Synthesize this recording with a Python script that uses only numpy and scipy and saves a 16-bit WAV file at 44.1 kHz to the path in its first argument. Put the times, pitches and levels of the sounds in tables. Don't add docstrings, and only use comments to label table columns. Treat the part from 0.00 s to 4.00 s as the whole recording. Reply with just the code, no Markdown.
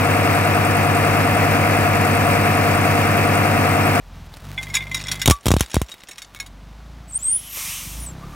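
import sys
import numpy as np
from scipy import signal
from scipy.fft import rfft, irfft
from scipy.io import wavfile
from scipy.ndimage import uniform_filter1d, map_coordinates

SR = 44100
rng = np.random.default_rng(int(sys.argv[2]) if len(sys.argv) > 2 else 0)


def master_out(mix):
    frames = np.transpose(np.atleast_2d(mix))
    ceiling = np.clip(frames, -1, 1)
    pcm = np.round(ceiling * 32767).astype(np.int16)
    wavfile.write(sys.argv[1], SR, pcm)


N = 176400
CYCLE_MS = 100


def undb(db):
    return 10 ** (np.asarray(db) / 20)


def curve(hz, table, axis=1):
    table = np.array(table)
    return np.interp(np.log(hz + 1e-9), np.log(table[:, 0]), table[:, axis])


def unit(x):
    return x / np.sqrt(np.mean(np.abs(x) ** 2))


def wander(rate_hz):
    hold = int(SR / rate_hz)
    steps = np.repeat(rng.standard_normal(N // hold + 1), hold)
    return unit(uniform_filter1d(steps, hold)[:N])


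def right_lag(hz):
    # frequency in Hz, lead of the left microphone in radians.
    lead = [(60, 0.19), (150, 0.29), (300, 0.44), (700, 0.63), (1290, 1.3), (1890, 0.93), (2330, 0.67),
            (2840, 1.95)]
    return np.exp(-1j * curve(hz, lead))


def microphone_pair(hz, spectra):
    # frequency in Hz, correlation between the microphones.
    likeness = [(100, 0.7), (300, 0.77), (700, 0.53), (1400, 0.74), (2500, 0.51), (4000, 0.88), (8000, .05)]
    alike = np.clip(curve(hz, likeness), 0, 1)
    mid = np.sqrt((1 + alike) / 2) * spectra[0]
    side = np.sqrt((1 - alike) / 2) * spectra[1]
    return np.array([mid + side, (mid - side) * right_lag(hz)])


def knock_envelope(ms):
    # start in ms into the cycle, relative strength in dB.
    knocks = [(10.5, 1.5), (19.5, -1), (34.5, -3.5), (39, 7), (48, -0.5), (55, 5), (63.5, -7.5), (75, 3),
              (87.5, 1), (98.5, 1)]
    decay_ms, bed_db = 1.6, -4
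    power = sum(undb(db) ** 2 * np.exp(-2 * ((ms - at) % CYCLE_MS) / decay_ms) for at, db in knocks)
    return unit(np.sqrt(power + undb(bed_db) ** 2))


def hum():
    hum_hz, level_db = 43.7, -47
    return undb(level_db + wander(3)) * np.sqrt(2) * np.sin(2 * np.pi * hum_hz * np.arange(N) / SR)


def rush(cycles):
    # frequency in Hz, relative noise level in dB on the left, the same on the right.
    spectrum = [(20, -56, -53), (45, -54.5, -48.1), (90, -56.5, -46), (127, -45, -47.8), (166, -41, -45),
                (280, -42, -39), (380, -46, -47.5), (726, -39, -46.5), (840, -46.5, -51),
                (1200, -43, -53.5), (2020, -47, -47), (2663, -51, -47.0), (3035, -60.5, -61.5),
                (4270, -62.5, -62), (4630, -57.5, -61), (6100, -62, -76.8), (8400, -63, -90),
                (10300, -66, -84.2), (11500, -61, -77), (14000, -63, -83), (15600, -62.5, -69)]
    trim_db, pulsing, flicker_db = -0.5, 0.23, 0.92
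    swell = knock_envelope(cycles % 1 * CYCLE_MS) ** pulsing * undb(flicker_db * wander(40))
    hz = np.fft.rfftfreq(N, 1 / SR)
    noise = microphone_pair(hz, rfft(rng.standard_normal((2, N)) * unit(swell)))
    db = np.array([curve(hz, spectrum, axis=1), curve(hz, spectrum, axis=2)]) + trim_db
    return irfft(noise * undb(db), N) * np.sqrt(SR / 20)


def metal_ticks(cycles):
    # start in ms into the cycle, ring in Hz, width in Hz, strength in dB, decay in ms.
    ticks = [(6.45, 6900, 7000, -30, 10.3), (10.5, 8780, 540, -30.5, 6), (25, 12840, 1000, -27, 3.2),
             (30.2, 5450, 150, -35.5, 11), (29.8, 8450, 240, -32, 8.3), (47, 8640, 1120, -25.5, 6.1),
             (50, 7100, 1300, -30, 3.8), (66.6, 11360, 610, -28, 5.4), (68.6, 8960, 470, -28, 6.6),
             (88, 9000, 2200, -32.5, 6.4)]
    scatter_db, rise_ms, right_db, buzz_db = 2.5, 1.42, -33, -20
    hz = np.fft.rfftfreq(N, 1 / SR) + 1
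    out = 0
    for at, ring_hz, width_hz, db, decay_ms in ticks:
        strokes = cycles - at / CYCLE_MS + 1
        age_ms = strokes % 1 * CYCLE_MS
        strength = undb(db + scatter_db * rng.standard_normal(size=64))[strokes.astype(int)]
        envelope = strength * np.exp(-age_ms / decay_ms) * (1 - np.exp(-age_ms / rise_ms))
        resonance = 1 / (1 + 1j * (hz ** 2 - ring_hz ** 2) / (hz * width_hz * np.sqrt(2))) ** 2
        ring = unit(irfft(rfft(rng.standard_normal((2, N))) * resonance, N))
        out = out + ring * (envelope + undb(db + buzz_db))
    return out * undb([[0], [right_db]])


def clatter(ms, hz):
    # frequency in Hz, relative level in dB.
    colour = [(20, -74.2), (60, -52.7), (180, -46.1), (380, -46.6), (550, -46.0), (750, -45.0),
              (900, -46.4), (1250, -45.6), (1600, -47.9), (2100, -49.5), (2550, -49.9), (3200, -61.0),
              (4500, -69.0), (7000, -77.6)]
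    trim_db, top_hz = 1.5, 8000
    bursts = rng.standard_normal((2, len(ms))) * knock_envelope(ms)
    spectra = microphone_pair(hz, unit(rfft(bursts)))
    return spectra * undb(curve(hz, colour) + trim_db) * (hz > 0) * (hz < top_hz)


def body_rings(ms):
    # start in ms into the cycle, pitch in Hz, decay in ms, relative strength in dB.
    rings = [(7.2, 97, 14, -12), (28.2, 97, 14, -24), (49.5, 97, 14, -16), (68.9, 97, 14, -18),
             (88.9, 97, 14, -12), (77.8, 152, 22, -20), (98.4, 212, 12, -14), (30.7, 212, 12, -20),
             (12.7, 280, 8, -22), (46.2, 280, 8, -21), (86.1, 280, 8, -22), (23.3, 465, 10, -9),
             (57.3, 465, 9, -11), (71.2, 580, 7, -7), (15.4, 700, 7, -15), (38.6, 715, 7, -22),
             (51.6, 714, 14, -14), (77.3, 690, 8, -15)]
    rise_ms = 1
    ringing = 0
    for at, ring_hz, decay_ms, db in rings:
        age_ms = (ms - at) % CYCLE_MS
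        swing = undb(db) * np.exp(-age_ms / decay_ms) * (1 - np.exp(-age_ms / rise_ms))
        ringing = ringing + swing * np.sin(2 * np.pi * ring_hz * age_ms / 1000)
    return rfft(ringing) / len(ms) * np.sqrt(2)


def engine(cycles):
    # multiple of the cycle rate, level in dB before panning.
    orders = [(5, -46.6), (8, -43.8), (9, -30.4), (10, -23.8), (11, -31.6), (12, -38.4), (13, -48.9),
              (14, -36.2), (15, -28.9), (16, -34.1), (19, -39.1), (20, -38.7), (21, -35.9), (22, -35.0),
              (26, -34.6), (27, -37.7), (28, -39.8), (29, -39.4), (30, -33.1), (31, -40.7), (33, -38.5),
              (45, -35.9), (47, -38.3), (48, -33.6), (54, -40.4), (56, -35.9), (61, -39.2), (63, -40.2),
              (64, -38.2), (65, -38.6), (66, -39.5), (67, -40.2), (69, -32.7), (70, -29.8), (71, -33.9),
              (72, -39.9), (73, -36.8), (74, -30.3), (75, -38.8), (79, -39.9), (82, -40.6), (94, -41.2),
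              (100, -38.4), (110, -41.2), (112, -39.2), (114, -38.3), (121, -39.5), (124, -39.5),
              (126, -35.4), (128, -38.2), (135, -40.5), (139, -40.3), (140, -39.2), (172, -41.5)]
    # frequency in Hz, left minus right in dB.
    balance = [(100, -1.2), (250, 0), (450, 2.5), (720, 4), (1300, 3.5), (1900, 8.5), (2600, -5),
               (4000, 4.5), (7000, 9)]
    size = SR * CYCLE_MS // 1000
    ms = np.arange(size) * CYCLE_MS / size
    hz = np.fft.rfftfreq(size, 1 / SR)
    spectra = clatter(ms, hz)
    timing = body_rings(ms) + spectra[0] * (hz > 780)
    for order, db in orders:
        k = int(round(order))
        spectra[:, k] = undb(db) * timing[k] / abs(timing[k]) * np.array([1, right_lag(hz[k])])
    pan = undb(np.outer([.5, -.5], curve(hz, balance)))
    pan /= np.sqrt(np.mean(pan ** 2, axis=0))
    one_cycle = irfft(spectra * pan, size) * size / np.sqrt(2)
    return np.array([map_coordinates(side, [cycles % 1 * size], mode="grid-wrap") for side in one_cycle])


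def scene():
    # time in seconds, engine speed in four-stroke cycles a second.
    speed = [(0.0, 9.983), (0.4, 10.0), (0.7, 10.007), (1.1, 9.99), (1.5, 10.009), (2.05, 9.965),
             (2.4, 10.006), (2.8, 9.964), (3.35, 10.034), (3.8, 9.964), (4.0, 9.967)]
    cycle_rate = np.interp(np.arange(N) / SR, *np.array(speed).T)
    cycles = np.cumsum(cycle_rate) / SR
    return engine(cycles) + rush(cycles) + metal_ticks(cycles) + hum()


def record(dry):
    low_cut_hz, top_hz = 33, 15720
    hz = np.fft.rfftfreq(N, 1 / SR) + 1
    thinned = irfft(rfft(dry) / np.sqrt(1 + (low_cut_hz / hz) ** 6), N)
    return signal.sosfilt(signal.ellip(12, .1, 80, top_hz, fs=SR, output="sos"), thinned)


dry = scene()
out = record(dry)
master_out(out)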